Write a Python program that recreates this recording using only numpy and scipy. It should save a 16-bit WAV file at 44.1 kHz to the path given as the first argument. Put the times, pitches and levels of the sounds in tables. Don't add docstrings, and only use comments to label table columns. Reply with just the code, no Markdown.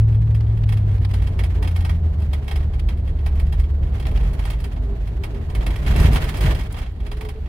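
import sys
import numpy as np
from scipy import signal
from scipy.fft import rfft, irfft, next_fast_len
from scipy.io import wavfile
from scipy.ndimage import uniform_filter1d, map_coordinates

SR = 44100
rng = np.random.default_rng(int(sys.argv[2]) if len(sys.argv) > 2 else 0)


def natural_amplitude(level_db):
    exponent = np.asarray(level_db, float) / 20
    return 10 ** exponent


def to_wav(sig):
    pcm = np.clip(np.atleast_2d(sig), -1, 1) * 32767
    pcm = np.round(pcm).astype(np.int16)
    wavfile.write(sys.argv[1], SR, pcm.T)


N = 329868

# time in seconds, firing rate in Hz, level in dB.
FIRING = [(0.0, 109.3, -15), (0.59, 108.6, -17), (1.03, 99.4, -19.5), (1.42, 87.2, -21.5),
          (1.87, 84.3, -19), (2.29, 72.45, -21), (2.6, 71.6, -21), (2.93, 71.78, -22.5), (3.3, 71.7, -19),
          (3.6, 71.7, -23), (3.9, 71.75, -19.5), (4.18, 65.86, -29.5), (4.46, 61.25, -27.5),
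          (4.77, 54.04, -25), (5.02, 50.25, -27), (5.44, 51.37, -32), (5.6, 51.06, -19)]
# multiple of the firing rate, level in dB relative to it.
ENGINE_ORDERS = [(.5, -16.5), (1.37, -29.5), (2, -36)]
# time in seconds, pitch in Hz, level in dB.
DRIVELINE = [(0, 68.68, -20), (.7, 67.76, -31), (1.499, 54.53, -22), (2.2, 49.15, -37), (2.6, 43.8, -29.5),
             (2.9, 46.84, -23), (3.15, 48.4, -47), (3.4, 46.52, -23.5), (3.6, 45.72, -16.5),
             (3.78, 46.7, -30), (3.95, 48.2, -22), (4.13, 48, -24.5), (4.35, 47.95, -23.5)]
# time in seconds, pitch in Hz, level in dB.
AXLE_SHUDDER = [
    (0, 29.96, -38),
    (1, 30.34, -36.5),
    (2.5, 27.22, -44),
    (3.3, 29, -29),
    (4.2, 30.1, -52),
]


def engine():
    floor_hz, floor_width_hz, floor_lift_db = 162, 22, 18
    phase, gain = hum(FIRING, drift=0.003, flutter_db=0.8)
    firing_hz = np.gradient(phase) * SR / (2 * np.pi)
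    out = -gain * np.cos(phase)
    for multiple, under_db in ENGINE_ORDERS:
        lift_db = floor_lift_db / (1 + ((multiple * firing_hz - floor_hz) / floor_width_hz) ** 2)
        unsteady_db = 1.5 * wobble(4.6)
        out = out + gain * natural_amplitude(under_db + lift_db + unsteady_db) * np.sin(multiple * phase)
    for rows in (DRIVELINE, AXLE_SHUDDER):
        phase, gain = hum(rows, drift=0.01, flutter_db=1.5)
        out = out + gain * np.sin(phase)
    return out


def hum(rows, drift, flutter_db):
    last_s, last_hz, _ = rows[-1]
    hz, db = curves(rows + [(last_s + 1.4, last_hz, -60)])
    phase = 2 * np.pi * np.cumsum(hz * (1 + drift * wobble(8))) / SR
    return phase, np.sqrt(2) * natural_amplitude(db + flutter_db * wobble(6))


# time in seconds, dB over a smooth crawl.
SHAKING = [(0.4, -0.5), (1.3, 5), (1.9, 3), (2.4, 2.5), (3.8, 0), (3.98, 4), (4.2, 10.5), (4.75, 2),
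           (5.3, 2), (5.84, 10.5), (5.98, 22), (6.17, 21.5), (6.34, 13.5), (6.46, 24), (6.69, 3.5),
           (6.8, 5.5), (6.92, -2), (7.46, 0)]
# peak in seconds, lift in dB, rise in seconds, fall in seconds.
BUMPS = [(.3, -0.5, 0.89, 0.55), (1.7, -5.5, 0.43, .2), (2.91, 0, 1, .15), (3.55, 5, 1, 0.62),
         (4.09, 4.5, 0.34, 0.28), (4.5, -0.5, 0.17, 0.42), (5.19, 3, 0.079, 0.096),
         (5.59, 3.5, 0.33, 0.085), (5.8, -2, 0.0999, 0.12), (6.05, 13, 0.5, 0.16), (6.45, 13, 0.031, 0.12),
         (6.89, 3, 0.13, 0.029), (7.02, 7, 0.067, 0.22), (7.43, 12, 0.014, 0.043)]
# peak in seconds, lift in dB, rise in seconds, fall in seconds.
MUD_SLAPS = [(.25, 0.5, 0.37, 0.41), (1.44, 4, 0.12, 0.038), (1.62, 6.5, 0.11, 0.072),
             (3.83, 4, 0.086, 0.12), (4.58, -3, 0.081, 0.079), (4.65, 0.5, 0.018, 0.044),
             (4.94, 2.5, 0.39, 0.053), (5.41, 3, 0.18, 0.041), (5.71, 6, 0.19, 0.011),
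             (6.47, -4, .03, 0.022), (6.9, -7, 0.056, 0.067), (7.29, 5, 0.11, 0.031), (7.42, -6, .04, 0.04)]
# frequency in Hz, density in dB per Hz.
BOOM = [(7.1, -36), (12, -21), (38, 3), (59, 6.5), (83, -0.5), (110, -7.5), (140, -35.5), (240, -120)]
# frequency in Hz, density in dB per Hz.
THRUM = [(59, -15.5), (100, 1), (151, 0), (194, -13), (230, -16), (300, -29), (510, -120)]
# frequency in Hz, density in dB per Hz.
DRUM = [(120, -21), (200, -1.5), (346, -5), (410, -4), (481, -8.5), (569, -12), (653, -10.5), (1170, -22),
        (2180, -35.5), (2500, -45), (3250, -63.5), (5500, -120)]
# frequency in Hz, density in dB per Hz.
FAR_RATTLE = [(290, -34), (500, -20.5), (641, 2), (700, -19.5), (764, -7), (1470, -6.5), (1890, -6),
              (3150, -10), (5570, -21), (8770, -25.5), (15100, -34), (15700, -30), (16400, -49)]
# frequency in Hz, density in dB per Hz.
SPIT = [(4000, -44.5), (7000, -17), (10000, -8), (13000, 2), (15500, -16), (16500, -22.5)]


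def ground():
    (shake_db,) = curves(SHAKING)
    bump_db, slap_db = bumps(BUMPS), bumps(MUD_SLAPS)
    ease_db = -0.5922 * np.arange(N) / SR

    def noise():
        return rng.standard_normal((2, N))

    boom_db = -23 + 0.35 * shake_db + 0.59 * bump_db + ease_db
    boom = natural_amplitude(boom_db) * even(spread(noise(), BOOM))

    thrum_db = -31 + 0.52 * shake_db + 0.7 * bump_db + 2.04 * ease_db + 0.5 * slap_db
    thrum = natural_amplitude(thrum_db + 0.9 * wobble(13)) * even(spread(noise(), THRUM))

    drum_db = -42 + 0.57 * shake_db + 0.23 * bump_db + 0.5 * ease_db + slap_db
    drum = natural_amplitude(drum_db + 0.9 * wobble(19)) * spread(noise(), DRUM)

    rattle_db = -57.5 + shake_db
    clump_db = 1.6 * wobble(30) + 3.5 * wobble(58) + 5.0 * rng.standard_normal(N)
    contacts = natural_amplitude(clump_db) * noise()
    rattle = natural_amplitude(rattle_db + 3.0) * spread(contacts, FAR_RATTLE)
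    spit = natural_amplitude(1.3 * (rattle_db + 38.0) - 56.5) * spread(contacts, SPIT)
    return boom + thrum + drum + rattle + spit


def bumps(rows):
    t = np.arange(N) / SR
    lifts = [np.interp(t, [s - rise, s, s + fall], [0, db, 0]) for s, db, rise, fall in rows]
    return np.sum(lifts, axis=0)


def even(x):
    swell = uniform_filter1d(np.abs(x).mean(axis=0), size=SR // 16)
    return unit(x / (swell + 0.15) ** 0.7)


# frequency in Hz, level in dB per Hz.
TRIM = [(290, -25), (500, 6.5), (790, 10.5), (900, 8), (1390, -2.5), (1860, -2), (2030, -3.5), (2190, -3),
        (3290, -7.5), (3810, -8.5), (5030, -12.5), (6360, -20.5), (8300, -20), (8700, -16), (10300, -15.5),
        (12000, -23), (13900, -25.5), (14400, -17.5), (15500, -20), (16400, -36.5)]
# frequency in Hz, left in dB, right in dB, t60 in seconds.
PANEL = [(899, 3, 7, .1), (998, 5, 10, .09), (1176, 5, 7, .1), (1243, 1, 9, .1), (1545, 5, 3, .08),
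         (1878, 1, 10, .09), (1948, -2, 3, .07), (2172, 5, 14, .07), (2330, 3, 11, .06), (2590, 6, 6, .08),
         (2718, 8, 5, .08), (3060, 7, 10, .06), (3248, 13, 13, .07), (3400, 1, 5, .07)]
# frequency in Hz, left in dB, right in dB, t60 in seconds.
CLIP = [(4371, 0, -4, .07), (4750, 0, -2, .05), (5080, 6, 3, .05), (7714, -4, -9, .08), (9043, -6, -1, .08),
        (9950, -5, -3, .05), (11391, -12, -7, .07)]


def trim(places=6):
    chatter = np.zeros((2, places, N + SR // 25))
    lead_s = 0.0044
    for place, s, db, bright_db in knocks():
        if place == 1:
            burst, start = scuff(0.0007), round((s - lead_s / 2) * SR)
        else:
            burst, start = scuff(0.0025), round((s - lead_s) * SR)
        band_db = db + np.array([[0], [bright_db + 18.5]])
        chatter[:, place, start:][:, :len(burst)] += natural_amplitude(band_db) * burst

    hard_lift_db = np.zeros((places, 1))
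    hard_lift_db[1] = 1

    def colour(hz):
        high = 1 / (1 + (6500 / (hz + 1)) ** 6)
        thin = 0.35 + 0.65 / (1 + (1500 / (hz + 1)) ** 4)
        hard = natural_amplitude(hard_lift_db * (2 / (1 + ((hz - 4400) / 2300) ** 2) - 1.5))
        return natural_amplitude(along(TRIM, hz)) * thin * hard * np.array([[1 - high], [high]])

    ring = np.zeros((2, N))
    for band, modes in zip(chatter[:, 0], (PANEL, CLIP)):
        ring += signal.oaconvolve(band[None], ringing(modes), axes=1)[:, :N]
    return natural_amplitude(23) * cab(filtered(chatter[..., :N], colour).sum(axis=0)) + ring


# time in seconds, peak in dB, brightness in
# dB.
PANEL_KNOCKS = [(0.1252, -41, -19.5), (0.147, -40, -17.5), (0.267, -57.5, -23), (0.3472, -33.5, -17),
                (0.4967, -41, -23.5), (0.5726, -39, -18), (0.69, -29, -17), (0.7236, -27.5, -16),
                (0.771, -33, -17), (0.832, -47.5, -22.5), (0.9136, -39, -23.5), (1.1387, -26, -17.5),
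                (1.199, -38.5, -26.5), (1.221, -31.5, -18), (1.2718, -31, -17.5), (1.3913, -24, -19),
                (1.4372, -26, -16), (1.5563, -38.5, -26), (1.6261, -25, -17), (1.675, -26.5, -16),
                (1.7126, -36, -16), (1.7616, -27, -15.5), (1.807, -32.5, -15), (1.8493, -24, -19),
                (1.8942, -25, -20), (2.202, -41.5, -14.5), (2.2202, -36.5, -17), (2.3325, -25.5, -17),
                (2.4428, -41.5, -17), (2.4798, -25.5, -19.5), (2.512, -24, -19), (2.5587, -27, -16.5),
                (2.605, -37, -25), (2.6277, -39.5, -21), (2.736, -37, -21.5), (2.8878, -27, -20.5),
                (2.9726, -43, -16), (3.049, -49.5, -16.5), (3.0757, -36.5, -19), (3.1258, -50, -27.5),
                (3.1882, -38, -24.5), (3.2627, -26, -18), (3.3081, -49, -21.5), (3.354, -40, -15.5),
                (3.3977, -30.5, -14.5), (3.467, -39.5, -20), (3.525, -28.5, -18), (3.5975, -32.5, -14.5),
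                (3.6382, -36.5, -21), (3.8304, -40, -25.5), (3.9989, -31, -15.5), (4.0249, -33, -23.5),
                (4.1126, -36, -16), (4.1595, -30.5, -24), (4.232, -36.5, -19.5), (4.3096, -41, -19),
                (4.333, -40, -7.5), (4.3929, -30.5, -17),
                (4.4528, -27.5, -15), (4.5022, -25.5, -14), (4.5332, -32.5, -20.5), (4.6019, -34, -15.5),
           (4.6409, -28.5, -14.5), (4.7306, -40, -17.5), (4.7635, -39, -24), (4.837, -46, -17),
           (5.0729, -35.5, -17.5), (5.237, -24.5, -17), (5.3455, -36.5, -21), (5.386, -46.5, -23),
           (5.4996, -33.5, -17), (5.5503, -25.5, -15.5), (5.6086, -31, -24.5), (5.6647, -21.5, -17.5),
           (5.7054, -27, -19), (5.7592, -28, -16), (5.8499, -34.5, -22), (5.8635, -23, -22),
           (5.893, -38.5, -18), (5.909, -30, -24), (5.9526, -29.5, -22), (5.9609, -20.5, -17),
           (5.9994, -26, -8), (6.028, -35, -11), (6.0576, -23.5, -17), (6.0898, -40, -25),
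           (6.1315, -25.5, -8.5), (6.1587, -15.5, -19.5), (6.1992, -36.5, -28.5), (6.2295, -37, -18),
           (6.2412, -22, -18.5), (6.2906, -23, -16), (6.3413, -28.5, -20.5), (6.369, -32, -6.5),
           (6.4083, -23.5, -12.5), (6.4302, -31.5, -10.5), (6.461, -23, -18.5), (6.5083, -25.5, -19.5),
           (6.5485, -25.5, -16.5), (6.592, -29, -16), (6.6344, -37.5, -14.5), (6.6623, -38.5, -20.5),
           (6.7433, -31.5, -22.5), (6.766, -34, -20), (6.7872, -30, -16.5), (6.8102, -47.5, -20.5),
           (6.8325, -35.5, -34), (6.8631, -35, -36), (7.002, -38.5, -22), (7.0655, -31.5, -19.5),
           (7.1155, -27.5, -18), (7.1698, -35, -19), (7.21, -27.5, -17.5), (7.25, -33, -16.5),
           (7.2887, -29, -15.5),
                (0.4663, -41.5, -23), (0.8953, -45.5, -19), (1.0303, -37, -24.5), (1.3344, -42.5, -21.5),
                (1.5046, -43, -20.5), (1.6475, -30.5, -23), (1.8224, -38.5, -20.5), (1.9494, -43.5, -22),
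                (3.8704, -40.5, -20), (3.925, -45, -22), (3.9814, -41, -20), (4.0538, -30.5, -24.5),
                (4.2085, -35, -23), (4.439, -36, -19), (4.589, -40, -20.5), (5.8374, -42, -20),
                (5.9378, -27.5, -21), (5.9924, -27.5, -22.5), (6.0294, -28, -19), (6.0444, -24, -22.5),
                (6.0832, -30.5, -20), (6.1474, -24, -15.5), (6.1642, -28.5, -21), (6.1837, -31.5, -22),
                (6.375, -29.5, -19.5), (6.3847, -29.5, -19), (6.439, -28, -19), (6.4744, -28, -20.5),
                (6.5086, -25, -22), (6.6094, -28, -23), (6.7012, -50, -22), (6.7138, -38.5, -22),
                (6.8184, -31.5, -25.5), (6.9324, -54, -22), (6.9607, -49, -21.5), (7.0314, -44, -20.5),
                (7.359, -45.5, -24.5), (7.458, -39.5, -25.5)]
# time in seconds, peak in dB, brightness in dB.
HARD_TAPS = [
    (0.4067, -32, -24.5),
    (0.636, -29, -26.5),
    (0.98, -35.5, -26.5),
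    (1.049, -24.5, -21),
    (1.0899, -41, -14),
    (1.112, -29, -19),
    (2.796, -27.5, -20.5),
    (4.0674, -23, -19.5),
    (4.174, -25.5, -26.5),
    (6.7248, -38, 0),
]


def knocks(ticks=50):
    panel = [(0, s, db + 0.5, bright_db) for s, db, bright_db in PANEL_KNOCKS]
    hard = [(1, *tap) for tap in HARD_TAPS]
    spill = [(2 + k % 4, s, db + 2, bright_db) for k, (_, s, db, bright_db) in enumerate(panel)]

    (shake_db,) = curves(SHAKING)
    chance = rng.standard_normal((ticks, 2))
    due = np.cumsum(natural_amplitude(0.9 * shake_db))
    turn = (np.arange(ticks) + rng.uniform(size=ticks)) / (ticks + 1)
    at = np.searchsorted(due / due[-1], turn)
    tick_db = -50.5 + 0.5 * shake_db[at] + 2.5 * chance[:, 0]
    bright_db = -27.5 + 4 * chance[:, 1]
    stray = list(zip(2 + np.arange(ticks) % 4, at / SR + 0.0068, tick_db, bright_db))
    return panel + hard + spill + stray


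def scuff(peak_s):
    u = np.arange(SR // 50) / SR / peak_s
    bins = rfft(u * np.exp(-u) * rng.standard_normal(len(u)))
    burst = irfft(bins / np.abs(bins) ** 0.65, len(u)) * np.minimum(u, 1) * np.exp(-u / 5)
    return burst / np.linalg.norm(burst)


def ringing(modes):
    rise_s, ring_db = 0.0012, -26.5
    t = np.arange(SR // 8) / SR
    out = np.zeros((2, len(t)))
    for k, (hz, left_db, right_db, t60) in enumerate(modes):
        gain = natural_amplitude(np.array([[left_db], [right_db]]) + ring_db - 60 * t / t60)
        sense = np.array([[np.sign(hz - 1300)], [1]])
        out += (-1) ** k * gain * sense * np.sin(2 * np.pi * hz * t)
    return (1 - np.exp(-t / rise_s)) * out


# frequency in Hz, t60 in seconds.
CAB_DECAY = [(500, 0.17), (2000, 0.17), (6000, 0.11), (15000, 0.1)]
# delay in ms, left in dB, right in dB.
EARLY_ECHOES = [(0, -30.5, -4.5), (1.6, 5, -22), (3.7, 6.5, 9), (5.8, 8, 7), (8.5, -4.5, -6),
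                (10.5, -11, -25), (15, -12.5, -11), (19, -17.5, -6.5)]


def cab(places):
    count = len(places)
    hz, t, z = signal.stft(rng.standard_normal((count, 2, SR // 5)), SR, nperseg=128)
    decay = natural_amplitude(-60 * t / along(CAB_DECAY, hz)[:, None])
    tail = signal.istft(z * decay, SR, nperseg=128)[1]
    size = tail.shape[2]
    tail = tail / np.linalg.norm(tail[0, 0]) * (1 - np.exp(-np.arange(size) / (0.0016 * SR)))

    shift = rng.uniform(-1.1, 1, (len(EARLY_ECHOES), count, 2))
    for k, (ms, left_db, right_db) in enumerate(EARLY_ECHOES):
        at = np.round(np.abs(ms + 0.31 * shift[k]) * SR / 1000).astype(int)
        echo = (-1) ** k * natural_amplitude(np.array([left_db, right_db]) - 14.0)
        tail[np.arange(count)[:, None], [0, 1], at] += echo
    tail[1] *= 2.6 * natural_amplitude(-60 * np.arange(size) / SR / 0.055)

    bins = rfft(tail)
    hump = np.sqrt(uniform_filter1d(np.abs(bins) ** 2, size=round(250 * size / SR), axis=2))
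    tail = irfft(bins / hump * hump.mean(axis=2, keepdims=True), size)
    return signal.oaconvolve(places[:, None], tail, axes=2).sum(axis=0)[:, :N]


# time in seconds, peak in dB.
THUDS = [(0.405, -36), (1.109, -34), (1.336, -35), (1.391, -33), (1.599, -44), (1.64, -33), (1.761, -39),
         (1.853, -33), (1.898, -30), (2.15, -41), (2.517, -39), (2.607, -35), (2.79, -43), (2.89, -44),
         (3.229, -40), (3.8, -41), (3.866, -42), (4.12, -35), (4.395, -28), (4.536, -37), (4.716, -35),
         (4.766, -31), (5.238, -38), (5.272, -37), (5.346, -39), (5.487, -31), (5.552, -42), (5.612, -29),
         (5.664, -31), (5.871, -35), (5.964, -29), (6.042, -26), (6.147, -25), (6.34, -35), (6.38, -37),
         (6.661, -38), (6.743, -33), (6.862, -41), (7.072, -39), (7.252, -32)]
# frequency in Hz, left in dB, right in dB, t60 in seconds.
PADDED = [(641, -5.5, 3.5, 0.055), (734, 1.5, 2.5, 0.1), (895, -1.5, 4.5, .06), (1026, 1.5, -0.5, 0.084),
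          (1170, -2, -2.5, 0.038)]


def thuds():
    lead_s, scuff_s = 0.0044, 0.003
    blows = np.zeros(N + SR // 50)
    for s, db in THUDS:
        start = round((s - lead_s) * SR)
        blows[start:][:SR // 50] += natural_amplitude(db + 18.5) * scuff(scuff_s)
    return signal.oaconvolve(blows[None], ringing(PADDED), axes=1)[:, :N]


# start in seconds, end in seconds, start pitch in Hz, end pitch in Hz, level in dB.
GROANS = [(2.462, 2.558, 420, 413.9, -47), (3.232, 3.42, 400, 404, -48), (4.645, 4.697, 400, 401.3, -43.5),
          (4.732, 4.985, 241, 231, -42), (4.828, 4.975, 390, 392, -42), (5.186, 5.25, 396, 390.6, -42),
          (5.33, 5.416, 386, 397, -39), (5.52, 5.563, 395, 400, -40.5), (5.585, 5.656, 395, 380, -43),
          (7.035, 7.098, 410, 410, -44), (7.103, 7.334, 418, 411, -41), (7.342, 7.4, 425, 435, -40)]


def steering():
    out = np.zeros((2, N))
    waver, flutter = 1 + 0.006 * wobble(17), natural_amplitude(2.2 * wobble(21.9))
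    for start, end, start_hz, end_hz, db in GROANS:
        lean_db = 3 if start_hz < 300 else -2.5
        span = slice(round(start * SR), round(end * SR))
        u = np.linspace(0, 1, span.stop - span.start, endpoint=False)
        arch_hz = 72.4 * (end - start) * np.sin(np.pi * u)
        hz = start_hz + (end_hz - start_hz) * u + arch_hz
        tone = np.sin(2 * np.pi * np.cumsum(hz * waver[span]) / SR)
        gain = natural_amplitude(db + 1.5 + np.array([[lean_db], [-lean_db]]))
        out[:, span] += gain * np.sin(np.pi * u) ** 0.42 * tone * flutter[span]
    return out


# multiple of its base pitch, level in dB.
WHINE = [(4, -87), (5, -85), (6, -88), (7, -91), (8, -88)]
# frequency in Hz, density in dB per Hz.
HISS = [(880, -36.5), (1500, -1.5), (2180, -4.5), (4570, -3.5), (5900, -31.5), (15000, -25.5),
        (15800, -24.5)]


def whine_and_hiss():
    phase = 2 * np.pi * 1858.7 * np.arange(N) / SR
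    whine = sum(natural_amplitude(db + 3.5 + 1.5 * wobble(9)) * np.sin(k * phase) for k, db in WHINE)
    return whine + natural_amplitude(-64) * spread(rng.standard_normal((2, N)), HISS)


# frequency in Hz, left-right likeness from -1 to 1.
LIKENESS = [(60, 1), (150, 0.97), (380, 0.61), (950, 0.4), (2380, -0.26), (5980, -0.065), (15000, -0.11)]


def spread(pair, spectrum):
    def blend(hz):
        angle = np.arccos(np.clip(along(LIKENESS, hz), -1, 1)) / 2
        return natural_amplitude(along(spectrum, hz)) * np.array([np.cos(angle), np.sin(angle)])

    mid, side = filtered(pair, blend)
    return unit(np.array([mid + side, mid - side]))


def unit(x):
    return x / np.sqrt(np.mean(x ** 2) + 1e-20)


def along(points, hz):
    f, v = np.transpose(points)
    return np.interp(np.log(hz + 1), np.log(f + 1), v)


def curves(rows):
    s, *cols = np.transpose(rows)
    return [np.interp(np.arange(N) / SR, s, c) for c in cols]


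def wobble(rate):
    s = np.arange(0, N + 64, 64) / SR
    knots = rng.standard_normal(int(N * 60 / SR) + 4)
    slow = map_coordinates(knots, [s * min(rate, 59)])
    return np.interp(np.arange(N) / SR, s, slow)


def filtered(x, response):
    m = next_fast_len(N + SR // 4)
    return irfft(rfft(x, m) * response(np.fft.rfftfreq(m, 1 / SR)), m)[..., :N]


def scene():
    return engine() + ground() + trim() + thuds() + steering() + whine_and_hiss()


def roll_off(x):
    return signal.sosfilt(signal.butter(12, 16590, fs=SR, output="sos"), x)


# frequency in Hz, left minus right in dB.
MIC_TILT = [(60, -1), (92, 0.5), (140, 1), (210, 1.5), (330, 0), (500, 1), (770, -1), (1170, -2),
            (1790, -8), (2740, -3), (4190, -1), (6410, 4.5), (9810, -2.5), (15000, 1)]


def record(dry):
    def microphones(hz):
        lag = np.exp(np.array([[-1j], [1j]]) * np.pi * np.minimum(hz, 900) * 0.00012)
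        tilt = natural_amplitude(np.array([[0.5], [-0.5]]) * along(MIC_TILT, hz))
        return tilt * lag * (hz < 15830)

    mix = filtered(dry, microphones)
    return roll_off(mix)


dry = scene()
out = record(dry)
to_wav(out)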